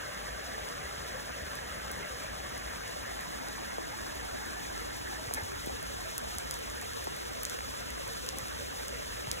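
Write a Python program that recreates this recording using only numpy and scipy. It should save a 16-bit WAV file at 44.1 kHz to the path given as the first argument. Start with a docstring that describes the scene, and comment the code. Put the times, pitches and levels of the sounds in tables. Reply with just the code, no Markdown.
"""Steady rain in a park

A phone under trees turns from a lake towards a puddled path. Far rain on water and foliage, shaped noise and impacts,
blends into a soft roar. Fine splashes hiss on the wet ground, single drops tick or plop close by and bubbles ring in
the puddles. Soft bumps and a rustle sound at the phone, and one short squeak is heard, over a low rumble of traffic.
Delay and phase between two close microphone ports give the rain a wide, phasey image."""
import sys
import numpy as np
from scipy import signal
from scipy.fft import rfft, irfft
from scipy.io import wavfile

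SR = 44100
rng = np.random.default_rng(int(sys.argv[2]) if len(sys.argv) > 2 else 0)


def dump_mix(stems):
    """Bounce the given channels to the path in sys.argv[1] as a 16-bit WAV at rate SR."""
    frames = np.atleast_2d(stems).T  # one column per channel
    limited = np.clip(frames, -1, 1)  # hard clip at full scale
    pcm = np.round(limited * 32767).astype(np.int16)
    wavfile.write(sys.argv[1], SR, pcm)


N = 414540
TIME, FREQ = np.arange(N) / SR, np.arange(N // 2 + 1) * SR / N   # s, Hz


def from_db(db):
    """Decibels to gain."""
    return 10 ** (np.asarray(db) / 20)


def rms_one(x):
    """Scale to an rms of one."""
    return x / np.sqrt(np.mean(x ** 2) + 1e-20)


def in_time(rows):
    """Each column of a curve at every sample."""
    s, *columns = np.transpose(rows)
    return [np.interp(TIME, s, c) for c in columns]


def in_frequency(rows):
    """Each column of a spectrum at every frequency, joined on a log axis."""
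    hz, *columns = np.transpose(rows)
    return [np.interp(np.log(FREQ + 1), np.log(hz), c) for c in columns]


def band(x, low_hz, high_hz, order=2):
    """Causal band-pass."""
    edges = np.clip([low_hz, high_hz], 10, .45 * SR)
    return signal.sosfilt(signal.butter(order, edges, "band", fs=SR, output="sos"), x)


def add(track, s, sound):
    """Mix a short sound into a track at time s."""
    i = int(s * SR)
    track[i:i + len(sound)] += sound[:N - i]


def drift(rate):
    """Slow chance that changes about rate times a second; spread 1."""
    slow = FREQ / (FREQ + 1) / (1 + (FREQ / rate) ** 2)
    return rms_one(irfft(rfft(rng.standard_normal(N)) * slow, N))


def shower(per_s, spread_db, largest_db):
    """Impacts at random moments, rms 1: mostly small with a few louder, or the reverse if the spread is negative."""
    size_db = np.minimum(spread_db * rng.exponential(1, N), largest_db)
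    falls = rng.random(N) < per_s / SR
    return rms_one(falls * from_db(size_db) * rng.choice([-1, 1], N))


def scattered_drops(density, range_db, range_hz, count):
    """Rows (s, dB, Hz) of drops that fall by chance, more often where the density is high."""
    when, size, pitch = rng.random((count, 3)).T
    s = np.interp(when, np.cumsum(density) / np.sum(density), TIME)
    return list(zip(s, np.interp(size, [0, 1], range_db), np.interp(pitch, [0, 1], range_hz)))


def from_ground(x, turn_rad=2.25):
    """Sound from the ground reaches the right port 0.24 ms later and turned in phase."""
    spectrum = rfft(x)
    lead = 2 * np.pi * FREQ * 0.00024 + turn_rad
    return irfft(np.array([spectrum, spectrum * np.exp(-1j * lead)]), N)


# The way the phone points. Each row: time in seconds, turn in steps (0 lake, 1 tree on the bank, 2 path).
TURN = [(0, 0.02), (2.2, 0.092), (3.7, 0.78), (5.0, 1.28), (5.8, 1.7), (9.4, 2.3)]


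def heading():
    """The turn of the phone at every sample, in steps from lake to path."""
    return np.clip(in_time(TURN)[0], 0, 2)


def far_patter(share, patchy_db, clump_rate):
    """Two spectra of far drops in a wash of countless smaller ones; each pitch range clumps and thins by itself."""
    washes = []
    for _ in range(2):
        drops = shower(per_s=900, spread_db=3.5, largest_db=14.5)
        washes.append(np.sqrt(share) * drops + np.sqrt(1 - share) * rng.standard_normal(N))
    spectra = rfft(washes)
    ranges = np.digitize(FREQ, np.geomspace(200, 3000, 19))
    patchy = np.zeros((2, N))
    for k in np.unique(ranges):
        patchy += irfft(spectra * (ranges == k), N) * from_db(patchy_db * drift(clump_rate))
    return rfft(rms_one(patchy))


def far_view(patter, field, low_hz, high_hz):
    """The patter as it arrives from one direction; air and leaves take the treble away."""
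    level_db, likeness, lead, balance_db = in_frequency(field)
    edges = 1 / np.sqrt((1 + (low_hz / (FREQ + 1)) ** 8) * (1 + (FREQ / high_hz) ** 18))
    gain = from_db([level_db + balance_db / 2, level_db - balance_db / 2]) * edges * np.sqrt(SR / 2)
    shared, own = patter
    likeness = np.clip(likeness, 0, 1)
    right = likeness * shared * np.exp(-1j * lead) + np.sqrt(1 - likeness ** 2) * own
    return irfft(gain * np.array([shared, right]), N)


# Far rain on the lake, the bank and the trees along the path, as the two ports hear it before the edges roll off.
# Each row: frequency in Hz, level in dB per Hz, left-right likeness from 0 to 1, left lead in radians,
# left over right in dB.
LAKE = [(110, -78.5, 0.98, -0.2, 1), (194, -74, 0.95, -1.46, -0.5), (330, -76.5, 0.95, -2.5, 4),
        (520, -73, 0.07, -2, 3.5), (614, -70.5, 0.6, -2.5, 3.5), (900, -75.5, 1, -2.5, 0),
        (1150, -72.5, 0.77, -2.5, -2), (1470, -75.5, 0.3, -2, 0.5), (1620, -73, 0.8, 0.86, -2),
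        (2036, -77, 0.65, -0.7, 0.5), (2390, -81.5, 0.5, 2, 0), (3600, -81, 0.45, 2.5, -2.5)]
BANK = [(110, -73, 0.75, -3, 1), (189, -74.5, 0.74, -1.5, 0), (306, -69.5, 0.77, -3, 0),
        (470, -73.5, 0.91, -2.5, 1.5), (700, -70, 0.9, -3.0, -1.5), (860, -73, 0.7, -2.5, 3),
        (1100, -75, 0.68, -2.5, -2), (1520, -74, 0.7, -2.5, -3.5), (1630, -74, 0.93, -1, -1),
        (2050, -79, 0.32, 0.5, -3.5), (2370, -80.5, 0.54, 2.5, 1.5), (3400, -85.5, 0.42, 3, -1.5)]
TREES = [(110, -78, 0.49, -3.5, 5), (190, -76.5, 0.52, -1.4, 0), (306, -72.5, 0.98, -3, 1.5),
         (465, -69, 0.88, -3.5, -0.5), (567, -70.5, 1, -4, -2), (900, -75.5, 0.97, -2.5, 1.5),
         (1300, -74, 0.79, -2.5, -2), (1520, -77, 0.38, -2, 0.5), (1720, -76.5, 0.25, 0.5, -4),
         (2070, -79.5, 0.15, 1.5, -1.5), (2440, -81.5, 0.35, 4, -1), (3530, -79.5, 0.99, 3.5, 0)]


def far_rain(turn):
    """One patter of countless drops, coloured by each direction and crossfaded as the phone turns."""
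    patter = far_patter(share=0.29, patchy_db=2.13, clump_rate=11.3)
    far = np.zeros((2, N))
    for step, field in enumerate([LAKE, BANK, TREES]):
        facing = np.maximum(1 - np.abs(turn - step), 0)
        far += facing * far_view(patter, field, low_hz=104, high_hz=3150)
    return far


# Colour of the splashes on the wet ground. Each row: frequency in Hz, relative level in dB.
SPLASH_COLOUR = [(1500, -33), (2600, -9), (3400, 1), (4300, 1.3), (5500, 0.6), (7000, -1), (7600, -2),
                 (8400, -2), (9600, -4.4), (11500, -7), (13900, -8), (14600, -12), (15700, -11.5),
                 (16100, -46)]
SPLASH_DB, SPLASH_DB_PER_TURN = -47, 1.0   # facing the lake, and the rise for each step towards the path


def splashes(turn, near_db, clump_db):
    """A dense spray of tiny impacts, and sparser near ones that clump and snap in pitch ranges of their own."""
    clumps = drift(12)
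    spray = shower(per_s=30000, spread_db=1.0, largest_db=16) * from_db(clump_db * clumps)
    near = np.zeros(N)
    for hz in np.geomspace(3100, 13000, 7):
        near += band(shower(per_s=70, spread_db=2.0, largest_db=7.0), hz / 1.2, hz * 1.22)
    near = rms_one(near * from_db(0.29 * clumps))
    colour_db, = in_frequency(SPLASH_COLOUR)
    hiss = rms_one(irfft(rfft(spray + from_db(near_db) * near) * from_db(colour_db), N))
    return from_ground(hiss * from_db(SPLASH_DB + SPLASH_DB_PER_TURN * turn))


# The nearest drops on hard wet ground. Each row: start in seconds, level in dB over a millisecond (before the
# common gain and left-right balance), centre in Hz.
TICKS = [(0.146, -41, 6500), (0.6877, -37, 6000), (1.1625, -48, 8000), (1.5541, -37, 10500),
         (1.916, -31.5, 14000), (1.9907, -44, 7500), (2.578, -38, 9500), (2.8787, -39, 8000),
         (3.2091, -40, 12500), (3.4856, -35, 7500), (4.461, -41, 10500), (4.659, -45, 8000),
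         (4.968, -38, 9000), (5.338, -22.5, 9200), (5.3461, -27.5, 10100), (5.4352, -39, 8500),
         (5.6061, -41, 7500), (5.662, -36.5, 11300), (5.8285, -36, 9500), (6.009, -38, 6300),
         (6.0889, -39, 12000), (6.1804, -24, 9600), (6.3517, -40, 11000), (6.3844, -26, 9100),
         (6.5107, -25.5, 7960), (6.541, -31, 7800), (6.5891, -39, 11100), (6.7, -35.5, 7000),
         (6.814, -35, 8550), (6.826, -37, 8160), (6.9344, -36, 7000), (7.0423, -35, 10900),
         (7.1647, -39, 10500), (7.433, -26.8, 12000), (7.4521, -24, 6700), (7.4976, -29, 6800),
         (7.8074, -42, 8000), (7.9042, -35.5, 7700), (8.078, -36.5, 11000), (8.264, -35, 7900),
         (8.2894, -24, 5330), (8.3857, -28.5, 9100), (8.4835, -37, 7000), (8.8825, -31, 6500),
         (9.3147, -21, 5660), (9.3309, -37, 11500)]
TICK_WIDTH_SHARE, TICK_TOP_HZ = 0.65, 15100   # band width against its centre, and the upper edge
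# Drops a little further off fall at random, more often towards the path: (lowest, highest).
FAINT_TICK_DB, FAINT_TICK_HZ = (-55, -41), (4500, 12000)
DRIPS_GAIN_PER_TURN = 1.6   # added to their rate for each step of the turn, in lake-side rates


def ticks(turn, gain_db, low_hz, crackle_db, crackle_s, spray_db, spray_s):
    """A close drop cracks at a pitch of its own, breaks up within a millisecond and sprays, differently at each port."""
    out, t = np.zeros((2, N)), TIME[:SR // 25]
    faint = scattered_drops(1 + DRIPS_GAIN_PER_TURN * turn, FAINT_TICK_DB, FAINT_TICK_HZ, count=60)
    crackle = from_db(crackle_db) * np.exp(-t / crackle_s)
    spray = from_db(spray_db) * np.exp(-t / spray_s)
    for s, level_db, hz in TICKS + faint:
        half_width_hz = TICK_WIDTH_SHARE * hz / 2
        burst = signal.unit_impulse(len(t)) + (crackle + spray) * rng.standard_normal((2, len(t)))
        snap = band(burst, max(hz - half_width_hz, low_hz), hz + half_width_hz, order=1)
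        snap = band(snap, low_hz, TICK_TOP_HZ, order=4)
        for track, heard in zip(out, snap):
            rms_over_ms = np.sqrt(np.sum(heard ** 2) * 1000 / SR)
            add(track, s, from_db(level_db + gain_db) * heard / rms_over_ms)
    left, right = from_ground(out[0])[0], from_ground(out[1])[1]
    return np.array([left, right]) * from_db([[-.5], [.5]])


# The nearest fat drops from the branches on mud. Each row: start in seconds, peak in dB before the common gain,
# pitch at the loudest moment in Hz, swell in seconds.
PLOPS = [(0.3047, -37, 1510, 0.002), (0.5788, -27, 950, .0022), (2.4022, -30, 1390, 0.0014),
         (2.6423, -33, 1500, .0013), (2.9615, -31, 800, .0024), (3.1908, -28, 1360, 0.0018),
         (3.2905, -35, 1300, 0.0014), (3.782, -22.5, 770, 0.0019), (5.2765, -32, 1400, .0013),
         (5.3098, -23, 900, 0.0018), (5.671, -26, 380, 0.0025), (5.6949, -28, 900, .002),
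         (5.9665, -31, 1400, 0.0015), (7.0700, -25, 1000, 0.0014), (7.0706, -26.5, 615, 0.00314),
         (7.5883, -27.5, 1470, 0.0017), (7.6062, -27, 1400, .0013), (8.3690, -36, 330, 0.0047),
         (8.4555, -29, 1240, 0.0017), (9.0775, -35, 1400, .0013), (9.2702, -28, 1150, 0.0016)]
PLOP_START_RATIO = 3.58   # starting pitch against the pitch at the loudest moment
# Smaller ones at random: (lowest, highest), and their swell in seconds.
FAINT_PLOP_DB, FAINT_PLOP_HZ, FAINT_PLOP_S = (-41, -38), (900, 1910), 0.00144


def plops(turn, gain_db):
    """A fat drop digs a dent that widens, so its pitch plunges in a few cycles; small ones thin out towards the path."""
    out, t = np.zeros(N), TIME[:SR // 25]
    small = scattered_drops(1 + turn.max() - turn, FAINT_PLOP_DB, FAINT_PLOP_HZ, count=60)
    faint = [(*drop, FAINT_PLOP_S) for drop in small]
    for s, peak_db, hz, swell_s in PLOPS + faint:
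        age = t / swell_s
        pitch = hz * PLOP_START_RATIO / (1 + (PLOP_START_RATIO - 1) * age)
        swell = (age * np.exp(1 - age)) ** 2
        add(out, s, from_db(peak_db + gain_db) * swell * np.sin(2 * np.pi * np.cumsum(pitch) / SR))
    return from_ground(out, turn_rad=1.51)


def dipped(wash):
    """The middle of the wash dips briefly around each near fat drop."""
    nearest_s = np.min([np.abs(TIME - drop[0]) for drop in PLOPS], axis=0)
    dip = 0.4 * np.exp(-(nearest_s / 0.014) ** 2)   # depth as a share, half length in s
    return wash - dip * band(wash, 1050, 2500, order=1)


def bubbles(level_db, spread_db, cycles, rise, count):
    """Drops in puddles trap bubbles all around; each rings, 60 dB down after some cycles, and rises a little in pitch."""
    out, t = np.zeros((2, N)), TIME[:SR // 12]
    for when, size, distance, bearing in rng.random((count, 4)):
        hz = 450 * (2400 / 450) ** size
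        age = t * hz / cycles
        fade = from_db(level_db - spread_db * distance - 60 * age)
        ring = fade * np.exp(2j * np.pi * hz * t * (1 + rise * age))
        add(out[0], when * N / SR, ring.imag)
        # the bearing turns the phase at the right port
        add(out[1], when * N / SR, (ring * np.exp(2j * np.pi * bearing)).imag)
    return out


# Soft bumps on the phone's case. Each row: start in seconds, peak of the swell in dB, pitch in Hz.
BUMPS = [(4.327, -40, 86), (5.274, -37.5, 110), (5.352, -42, 273), (5.425, -36, 95), (5.56, -39, 74.6),
         (5.745, -39, 64), (8.423, -41, 114), (9.276, -36.5, 115)]


def bumps(swell_s):
    """Dull knocks of a few cycles, swelling and dying."""
    out, t = np.zeros(N), TIME[:SR // 10]
    swell = t / swell_s * np.exp(1 - t / swell_s)
    for s, peak_db, hz in BUMPS:
        add(out, s, from_db(peak_db) * swell * np.sin(2 * np.pi * hz * t))
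    return out


# Low rustles straight ahead. Each row: time of the peak in seconds, level at the peak in dB.
RUSTLES = [(5.385, -47.5), (5.68, -55), (8.38, -50)]
RUSTLE_SWELL_S, RUSTLE_FADE_S = 0.05, 0.049
RUSTLE_BED_DB, RUSTLE_BED_DB_PER_TURN = -65, 0.5   # the faint rustle between them


def rustle(turn, low_hz, high_hz):
    """A soft, grainy rustle of band-passed impacts that now and then swells and fades."""
    swells = np.zeros(N)
    for s, db in RUSTLES:
        away = np.maximum((s - TIME) / RUSTLE_SWELL_S, (TIME - s) / RUSTLE_FADE_S)
        swells += from_db(db) * np.exp(-away)
    level = np.maximum(swells, from_db(RUSTLE_BED_DB + RUSTLE_BED_DB_PER_TURN * turn))
    return level * rms_one(band(shower(per_s=700, spread_db=-1.0, largest_db=19), low_hz, high_hz))


# One short squeak. Each row: time in seconds, pitch in Hz, level in dB before the partials and the common gain.
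SQUEAK = [(5.358, 900, -60), (5.371, 877, -33), (5.385, 842, -33), (5.394, 818, -38), (5.411, 810, -36),
          (5.425, 760, -63)]
# Its partials, with half multiples where it rasps. Each row: multiple of the pitch, relative level in dB.
SQUEAK_PARTIALS = [(0.5, -18), (1, -3), (1.5, -11), (2, -1.5), (2.5, -9)]


def squeak(gain_db, rough):
    """A rough, falling tone with a strong second partial; a fast random waver of the pitch roughens it."""
    hz, level_db = in_time(SQUEAK)
    waver = rms_one(band(rng.standard_normal(N), 30, 250))
    phase = 2 * np.pi * np.cumsum(hz * (1 + rough * waver)) / SR
    tone = sum(from_db(db) * np.sin(k * phase) for k, db in SQUEAK_PARTIALS)
    sounding = (TIME > SQUEAK[0][0]) & (TIME < SQUEAK[-1][0])
    return from_ground(tone * sounding * from_db(level_db + gain_db), turn_rad=1.4)


# Distant traffic swells and ebbs. Each row: time in seconds, level in dB before the random waver.
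TRAFFIC_LEVEL = [(0, -53.5), (0.9, -50.5), (2.6, -49.5), (3.7, -52), (5.2, -49.5), (6.7, -50), (9.4, -49.5)]
# Its colour. Each row: frequency in Hz, relative level in dB.
TRAFFIC_COLOUR = [(15, -28), (30, -19), (40, -19), (48, -4.5), (55, 1), (64, -2), (75, -4), (88, -9),
                  (115, -11), (170, -20.5), (300, -65)]
TRAFFIC_WAVER_DB, TRAFFIC_WAVERS_PER_S = 0.6, 5.1


def traffic(path_share, lake_side_db, path_side_db):
    """A low rumble of coloured noise, centred across the lake and wider towards the path."""
    colour_db, = in_frequency(TRAFFIC_COLOUR)
    level_db = in_time(TRAFFIC_LEVEL)[0] + TRAFFIC_WAVER_DB * drift(TRAFFIC_WAVERS_PER_S)
    mid, side = rms_one(irfft(rfft(rng.standard_normal((2, N))) * from_db(colour_db), N))
    side = side * from_db(lake_side_db + path_share * (path_side_db - lake_side_db))
    return from_db(level_db) * np.array([mid + side, mid - side]) * from_db([[.4], [-.4]])


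def scene():
    """The far rain shifts from lake to bank to path as the phone turns; the near drops fall all the while."""
    turn = heading()
    puddles = bubbles(level_db=-43.5, spread_db=12.0, cycles=94, rise=0.097, count=600)
    wash = dipped(far_rain(turn) + puddles)
    ground = splashes(turn, near_db=-11.5, clump_db=0.99)
    ground += ticks(turn, gain_db=-0.1, low_hz=3020, crackle_db=-21, crackle_s=0.00019,
                    spray_db=-37, spray_s=0.015)
    fat_drops = plops(turn, gain_db=-1.4)
    handling = bumps(swell_s=0.0045) + rustle(turn, low_hz=245, high_hz=620)
    rumble = traffic(turn / 2, lake_side_db=-35, path_side_db=-8.0)
    return wash + ground + fat_drops + handling + squeak(gain_db=-0.5, rough=0.048) + rumble


def record(dry):
    """The microphone signal is cut steeply above 16.6 kHz."""
    return signal.sosfilt(signal.ellip(10, .1, 70, 16600, fs=SR, output="sos"), dry)


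dry = scene()
out = record(dry)
dump_mix(out)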